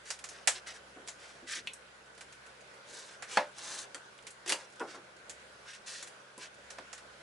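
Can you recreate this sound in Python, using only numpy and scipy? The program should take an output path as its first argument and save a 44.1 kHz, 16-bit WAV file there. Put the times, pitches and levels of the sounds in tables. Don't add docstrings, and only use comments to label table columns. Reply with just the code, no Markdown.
import sys
import numpy as np
from scipy import signal
from scipy.io import wavfile
from scipy.ndimage import uniform_filter1d

SR = 44100
rng = np.random.default_rng(int(sys.argv[2]) if len(sys.argv) > 2 else 0)


def wrap_up_sound(samples):
    columns = np.atleast_2d(samples).T
    tamed = np.clip(columns, -1, 1)
    steps = np.round(tamed * 32767).astype(np.int16)
    wavfile.write(sys.argv[1], SR, steps)


N = 318534
EDGE_HZ = 11160
RING = np.arange(SR // 2) / SR


def amp(db):
    return 10 ** (np.asarray(db) / 20)


def unit(x):
    return x / np.sqrt(np.mean(x ** 2) + 1e-20)


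def read(points, hz):
    f, value = np.transpose(points)
    return np.interp(np.log(hz + 1), np.log(f), value)


def add(mix, s, sound):
    part = mix[:, max(round(s * SR), 0):][:, :sound.shape[1]]
    part += sound[:, :part.shape[1]]


def convolve(a, b):
    return signal.fftconvolve(np.atleast_2d(a), np.atleast_2d(b), axes=1)[:, :np.shape(a)[-1]]


def click(colour, tilt_db=0, size=2048):
    hz = abs(np.fft.fftfreq(size, 1 / SR))
    tilt = tilt_db * np.log2(np.clip(hz, 200, EDGE_HZ))
    above_edge = np.clip(hz / EDGE_HZ - 1, 0, 1)
    log_gain = np.log(amp(read(colour, hz) + tilt - 30 * above_edge))
    spectrum = np.exp(np.conj(signal.hilbert(log_gain)))
    wave = np.fft.ifft(spectrum).real[:size // 2]
    return wave / np.linalg.norm(wave)


def pair(count, same):
    mid, side = rng.standard_normal((2, count))
    same = np.clip(same, 0, 1)
    return mid * np.sqrt((1 + same) / 2) + np.array([side, -side]) * np.sqrt((1 - same) / 2)


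def dying(t60):
    return np.exp(-np.log(1000) * RING / t60)


def scatter(t60, same):
    envelope = dying(t60) * (1 - np.exp(-RING / 0.0019))
    return pair(len(RING), same) * envelope / np.linalg.norm(envelope)


def porch(near_db, far_db):
    direct = RING == 0
    return direct + amp(near_db) * scatter(0.038, 0.52) + amp(far_db) * scatter(0.16, 0.76)


def ring(modes, hold=1):
    return sum(rng.choice([-1, 1]) * amp(db) * dying(t60 * hold) * np.sin(2 * np.pi * hz * RING)
               for hz, db, t60 in modes)


def resonate(x, hz, width):
    turn = np.exp(2j * np.pi * np.cumsum(hz) / SR)
    r = np.exp(-np.pi * width / SR)
    return 2 * (turn * signal.lfilter([1 - r], [1, -r], x / turn)).real


# frequency in Hz, level in dB relative to its group.
HUM_LINES = [(65, -1), (130.5, -0.5), (199, -1)]
# time in seconds, level in dB before its own line level.
DEEP_LEVEL = [(0.15, -74), (2.45, -76), (2.84, -84), (3.65, -81), (3.89, -96), (4.23, -78), (4.85, -91),
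              (5.38, -73), (6.25, -92), (6.67, -74), (7.1, -75)]


def hum(deep_db=0, upper_db=-76, waver=0.46):
    t = np.arange(N) / SR
    drift = signal.resample(rng.standard_normal((len(HUM_LINES), 24)), N, axis=1)
    deep, *upper = [amp(db) * np.sqrt(2) * np.sin(2 * np.pi * hz * t + waver * w)
                    for (hz, db), w in zip(HUM_LINES, drift)]
    deep_level = deep_db + np.interp(t, *np.transpose(DEEP_LEVEL))
    return amp(deep_level) * deep + amp(upper_db) * sum(upper)


# frequency in Hz, relative level in dB.
AIR_COLOUR = [(25, -41), (50, -33), (90, -15.5), (120, -12.5), (160, -14.5), (200, -12), (260, -13),
              (500, -3.5), (800, -6.5), (1150, -7), (1600, -6), (2300, -10), (5000, -17), (11000, -25.5)]
# centre in Hz, width in Hz, height in dB.
AIR_RESONANCES = [(560, 63, 2.5), (1490, 150, 5.5)]
# frequency in Hz, correlation from 0 to 1.
AIR_LIKENESS = [(60, 0.96), (140, 0.86), (350, 0.79), (840, 0.024), (2030, 0.059), (4890, 0.075),
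                (11800, 0.3)]
AIR_DB = -54.5


def air(patchy_db=1.5, swell_db=-0.74):
    frames, hz = N // 256 + 5, np.fft.rfftfreq(1024, 1 / SR)
    a, b, c, d, patches = rng.standard_normal((5, frames, len(hz)))
    patches = unit(uniform_filter1d(uniform_filter1d(patches, size=12, axis=0), size=14, axis=1))
    swell = unit(uniform_filter1d(rng.standard_normal((frames, 1)), size=50, axis=0))
    same = np.clip(read(AIR_LIKENESS, hz), -1, 1)
    left = a + 1j * b
    right = same * left + np.sqrt(1 - same ** 2) * (c + 1j * d)
    humps = sum(db * np.exp(-2 * ((hz - f) / width) ** 2) for f, width, db in AIR_RESONANCES)
    level = read(AIR_COLOUR, hz) + humps + patchy_db * patches + swell_db * swell
    spectra = np.array([left, right]) * amp(level)
    wash = signal.istft(np.swapaxes(spectra, 1, 2), nperseg=1024, noverlap=768)[1][:, :N]
    return unit(wash) * amp(AIR_DB + np.array([[-.4], [.4]]))


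# start in seconds, level in dB before the common gain,
# tilt in dB per octave, the splinter's own pitch in Hz.
LOG_SNAPS = [(0.104, -24.5, -1, 5500), (0.19, -41.5, 1, 2950), (0.241, -31.5, -2.5, 6650),
             (0.2892, -35.5, 1.5, 6000), (0.4743, -10.5, -1.5, 8000), (1.0846, -31, -2, 6700),
             (2.178, -45.5, 0, 1470), (2.2091, -37.5, 0, 1550), (2.3251, -43, 0, 1580),
             (2.4637, -48, 1, 1600), (3.2237, -31, -2, 1580), (4.2682, -35, 0.5, 2330),
             (4.3053, -43, 5, 8520), (5.2959, -33, 0.5, 6960), (6.073, -39.5, 1.5, 1600),
             (6.7042, -36, -1.5, 5870), (6.9297, -33.5, -2.5, 6960), (6.979, -40.5, -1, 1490)]
# frequency in Hz, relative level in dB.
SNAP_SPECTRUM = [(100, -33), (330, -29.5), (500, -1), (1000, -1), (1600, 5), (3000, 2), (4500, 2),
                 (7500, 5), (11000, -1.5)]
# delay in milliseconds, left gain, right gain (amplitude factors).
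HEARTH_PATHS = [(0, 0.22, 1), (.42, 0.043, 1), (1.65, 0.26, 0.6), (2.3, -.1, -0.67), (2.85, 0.26, 0.78),
                (5.57, 0.88, 0.28)]


def fire(gain_db=10.5, near_db=3.5, far_db=4.0, splinter_db=1, splinter_width=1500,
         ember_db=-39, embers_per_s=7):
    out, paths = np.zeros((2, N)), np.zeros((2, len(RING)))
    for ms, left, right in HEARTH_PATHS:
        add(paths, ms / 1000, np.array([[left], [right]]))
    for s, db, tilt_db, hz in LOG_SNAPS:
        snap = click(SNAP_SPECTRUM, tilt_db)
        snap = snap + amp(splinter_db) * resonate(snap, np.full(len(snap), hz), splinter_width)
        snap = snap / np.linalg.norm(snap)
        echoes = paths + amp(near_db) * scatter(0.079, 1.0) + amp(far_db) * scatter(0.18, 0.64)
        add(out, s, amp(db + gain_db) * convolve(echoes, snap))
    embers = (rng.random(N) < embers_per_s / SR) * rng.uniform(0.12, 1, N)
    ticks = convolve(embers, click(SNAP_SPECTRUM))
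    return out + amp(ember_db) * convolve(ticks, paths + scatter(0.12, 0.96))


def bowl(start=6.378, ring_hz=1005, t60=0.29, level_db=-53):
    out = np.zeros((2, N))
    add(out, start, convolve(ring([(ring_hz, level_db, t60)]), porch(near_db=-7, far_db=-13)))
    return out


# start in seconds, level in dB,
# rise in seconds, t60 in seconds, tilt in dB per octave.
MELON_BUMPS = [(.95, -51, .021, 0.34, -1.5), (1.412, -53.5, 0.015, 0.25, -7),
               (1.548, -55.5, 0.018, .4, -3.5), (3.372, -44, .004, 0.21, -4),
               (3.946, -48.5, 0.0062, 0.18, 4.5), (4.49, -42.5, 0.031, 0.23, 6),
               (4.79, -37.5, .026, 0.27, 2), (4.939, -46, .008, 0.31, 2.5), (6.372, -49.5, 0.0097, .15, -1),
               (6.784, -50, .002, .19, -1.5)]
# frequency in Hz, relative level in dB.
BUMP_SPECTRUM = [(60, -27), (150, -21), (240, -4.5), (340, 4), (450, 0), (800, -7), (1400, -8.5),
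                 (2500, -36), (6000, -44)]


def bumps():
    out = np.zeros((2, N))
    for s, db, rise, t60, tilt_db in MELON_BUMPS:
        envelope = np.minimum((RING / rise) ** 2, amp(-60 * (RING - rise) / t60))
        thud = convolve(pair(len(RING), 0.99), click(BUMP_SPECTRUM, tilt_db))
        add(out, s, amp(db) * envelope * thud)
    return out


# frequency in Hz, width in Hz, relative level in dB.
RIND_RESONANCES = [(457, 62, 0.5), (820, 110, 0), (1000, 150, -4), (1410, 58, -1), (2540, 200, -14)]


def groan(start=4.80, slip_hz=472, rough=.1, level_db=-38):
    length = .028
    wander = unit(uniform_filter1d(rng.standard_normal(len(RING)), size=100))
    rate = slip_hz * (1 + rough * wander)
    force = np.sqrt(np.sin(np.pi * np.minimum(RING / length, 1)))
    slips = np.diff(np.floor(np.cumsum(rate) / SR), prepend=0) * force
    body = sum(amp(db) * width * np.exp(-np.pi * width * RING) * np.cos(2 * np.pi * hz * RING)
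               for hz, width, db in RIND_RESONANCES)
    band = signal.butter(4, [280, 2500], "band", fs=SR, output="sos")
    sound = signal.sosfilt(band, convolve(slips, body))
    sound = sound / np.std(sound[:, RING < length])
    out = np.zeros((2, N))
    add(out, start, amp(level_db) * convolve(sound, porch(near_db=-11, far_db=-9)))
    return out


# start in seconds, level in dB.
WET_SMACKS = [(1.673, -12.5), (4.189, -32)]
# frequency in Hz, relative level in dB.
SMACK_SPECTRUM = [(100, -30), (600, -20), (1700, -17), (2200, -2), (3000, -1), (3900, -6), (4700, -18),
                  (11000, -25.5)]


def smacks(pull_t60=0.027, pull_db=0):
    out = np.zeros((2, N))
    for s, db in WET_SMACKS:
        pull = convolve((RING == 0) + amp(pull_db) * scatter(pull_t60, 0.76), click(SMACK_SPECTRUM))
        add(out, s, amp(db) * convolve(pull, porch(near_db=-12, far_db=-4.5)))
    return out


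# start in seconds, level in dB,
# hardness as a corner in Hz, ring time as a factor on the board's.
BOARD_KNOCKS = [(3.3712, -16.5, 3600, 0.91), (4.5237, -31, 2500, 1.0), (6.7842, -37.5, 8000, 0.34)]
# frequency in Hz, relative level in dB, t60 in seconds before that factor.
BOARD_MODES = [(196, -18, 0.16), (300, -20, 0.17), (404, -22, .12), (525, -5.5, 0.23), (592, -5.5, 0.29),
               (680, -10, 0.23), (812, -7, 0.14), (875, -5, 0.12), (935, -5.5, 0.16), (996, -7.5, 0.22),
               (1412, 0, 0.04), (1703, -4.5, 0.12), (2160, -15, 0.14), (2560, -8.5, 0.11),
               (2837, -16, 0.14), (3450, -14, 0.11), (4405, -0.5, 0.054)]
# frequency in Hz, relative level in dB.
KNOCK_SPECTRUM = [(60, -45), (200, -14.5), (370, -15), (510, -5), (900, 3.5), (1200, -5), (1700, -3.5),
                  (3000, -11.5), (5500, -14), (11000, -21.5)]


def knocks(crack_db=19, clatter_db=21, clatter_t60=0.21, modes_db=-7.0, low_hz=175):
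    out = np.zeros((2, N))
    for s, db, hard_hz, hold in BOARD_KNOCKS:
        clatter = np.sqrt(hold) * scatter(clatter_t60 * hold, 0.79)
        contact = amp(crack_db) * scatter(0.027, 0.86) + amp(clatter_db) * clatter
        blow = amp(modes_db) * ring(BOARD_MODES, hold) + convolve(contact, click(KNOCK_SPECTRUM))
        softening = signal.butter(1, min(hard_hz, EDGE_HZ), fs=SR)
        add(out, s, amp(db) * signal.lfilter(*softening, blow))
    return signal.sosfilt(signal.butter(4, low_hz, "high", fs=SR, output="sos"), out)


# start in seconds, # level in
# dB before the common gain, tilt in dB per octave.
RIND_CRACKS = [(1.0757, -31.5, -1), (1.735, -31.5, 5), (3.584, -30.5, -1.5), (3.8106, -41, 4),
               (3.946, -26.5, -1), (4.462, -28, -3), (4.4785, -26, 0), (4.4946, -15.5, 0.5),
               (4.501, -18.5, -1), (4.5224, -13, 0), (4.797, -37, 0), (6.0272, -27, 1), (6.3791, -35.5, 7)]
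# frequency in Hz, relative level in dB.
CRACK_SPECTRUM = [(100, -35), (350, 7.5), (700, -1), (1500, 8), (2700, 8.5), (4500, 8), (7500, 9),
                  (11000, 3)]


def cracks(gain_db=3, tear_t60=0.0038, tear_db=4):
    out = np.zeros((2, N))
    for s, db, tilt_db in RIND_CRACKS:
        tear = (RING == 0) + amp(tear_db) * scatter(tear_t60, 1.0)
        crack = convolve(tear, click(CRACK_SPECTRUM, tilt_db))
        add(out, s, amp(db + gain_db) * convolve(crack, porch(near_db=-1.5, far_db=-1.0)))
    return out


def split(start=4.477, length=.047, first_db=-45, last_db=-37, fibres_per_s=900, tilt_db=-1.5):
    t = np.arange(0, length, 1 / SR)
    fibres = unit((rng.random(len(t)) < fibres_per_s / SR) * rng.standard_normal(len(t)))
    growth = amp(first_db + (last_db - first_db) * t / length)
    out = np.zeros((2, N))
    add(out, start, (fibres * growth)[None])
    return convolve(convolve(out, click(CRACK_SPECTRUM, tilt_db)), porch(near_db=0.0, far_db=1))


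BITE = 0.72


def blade_speed(rise, fall):
    t = np.arange(0, rise + fall, 1 / SR)
    return np.sin(np.pi / 2 * np.where(t < rise, (t / rise) ** BITE, 1 + (t - rise) / fall))


DRAG_DB, DRAG_S = 1, 0.01176


def drag(count):
    return DRAG_DB * np.interp(np.arange(count) / SR / DRAG_S, np.arange(200), rng.standard_normal(200))


def juice(colour, count, grain_db, grains_per_s):
    size = amp(grain_db * np.minimum(rng.exponential(1, SR), 4)) * rng.standard_normal(SR)
    bursts = size * (rng.random(SR) < grains_per_s / SR)
    cells = convolve(bursts, click(colour))
    return unit(convolve(cells, porch(near_db=-2.5, far_db=-7.0))[:, -count:])


# start in seconds, speeding up in seconds,
# slowing down in seconds, level in dB, share of fine spray in dB, share passed into the board in dB,
# squelch in Hz; the last four hold at top speed.
BLADE_STROKES = [(0.045, 0.049, 0.031, -48, -4.5, -26, 2750), (0.295, .04, .15, -54.5, -9.5, -5.5, 2360),
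                 (0.54, 0.027, 0.046, -45, -11, -8, 3330), (0.66, .024, .06, -42.5, -9, -15, 2150),
                 (0.725, 0.028, 0.052, -50.5, -7.5, -9, 2300), (1.18, 0.048, .22, -54, -8, -5, 2200),
                 (1.463, 0.079, .085, -37.5, -7.5, -32, 2860), (2.85, .14, .14, -49, -4.5, -11, 4400),
                 (3.06, 0.049, 0.093, -54, -6, -8, 2200), (3.268, .1, 0.016, -41.5, -5.5, -8.5, 2900),
                 (3.535, 0.23, 0.11, -42, -3.5, -8.5, 4180), (4.457, .05, .025, -41, -11, -10, 4300),
                 (4.56, .04, .1, -53, -7, -5, 1950), (4.865, 0.06, 0.077, -49, -10.5, -14, 2050),
                 (5.645, .085, 0.071, -49, -9, -22, 2600), (5.859, .022, .23, -43, -5, -32, 4530),
                 (6.385, .05, 0.054, -46, -8.5, -11.5, 2110)]
# frequency in Hz, relative level in dB.
PULP_SPECTRUM = [(100, -46), (900, -18.5), (1250, -4.5), (1600, 5), (2300, -1.5), (3200, -0.5), (4500, -1),
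                 (5800, 1.5), (7000, -18), (11000, -38)]
# frequency in Hz, relative level in dB.
SPRAY_SPECTRUM = [(100, -72.5), (4500, -25), (6200, 6.5), (8000, 3.5), (11000, -4.5)]
# frequency in Hz, relative level in dB.
RUB_SPECTRUM = [(60, -28), (200, -21), (350, 1), (550, -2), (1000, 2.5), (1400, -4.5), (3000, -46)]
LOUDNESS_POWER = 1.46
SPRAY_SLOW_DB = -1.5
BOARD_SLOW_DB = 1.5
SQUELCH_SAG = .25


def strokes(pulp_db=-1, spray_db=0, rub_db=-3, squelch_db=-2, squelch_width=1400):
    out = np.zeros((2, N))
    for start, rise, fall, db, fine_db, board_db, slit_hz in BLADE_STROKES:
        speed = blade_speed(rise, fall)
        slow = 1 - speed
        level = amp(db + drag(len(speed))) * speed ** LOUDNESS_POWER
        fine = np.clip(amp(fine_db + SPRAY_SLOW_DB * slow), 0, .95)
        board = np.minimum(amp(board_db + BOARD_SLOW_DB * slow), 1)
        pulp = juice(PULP_SPECTRUM, len(speed), grain_db=2.5, grains_per_s=6000)
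        squelch = resonate(pulp, slit_hz * (1 - SQUELCH_SAG * slow), squelch_width)
        pulp = unit(pulp + amp(squelch_db) * squelch)
        spray = juice(SPRAY_SPECTRUM, len(speed), grain_db=4.0, grains_per_s=6500)
        rub = juice(RUB_SPECTRUM, len(speed), grain_db=1.0, grains_per_s=3200)
        cut = amp(pulp_db) * np.sqrt(1 - fine ** 2) * pulp + amp(spray_db) * fine * spray
        add(out, start, level * (cut + amp(rub_db) * board * rub))
    return out


def scene():
    surroundings = hum() + air() + fire()
    pieces = bowl() + bumps() + groan()
    cutting = smacks() + knocks() + cracks() + split() + strokes()
    return surroundings + pieces + cutting


def record(dry):
    lowpass = signal.firwin(401, EDGE_HZ, window=("kaiser", 7), fs=SR)
    return signal.oaconvolve(dry, lowpass[None], "same")


dry = scene()
out = record(dry)
wrap_up_sound(out)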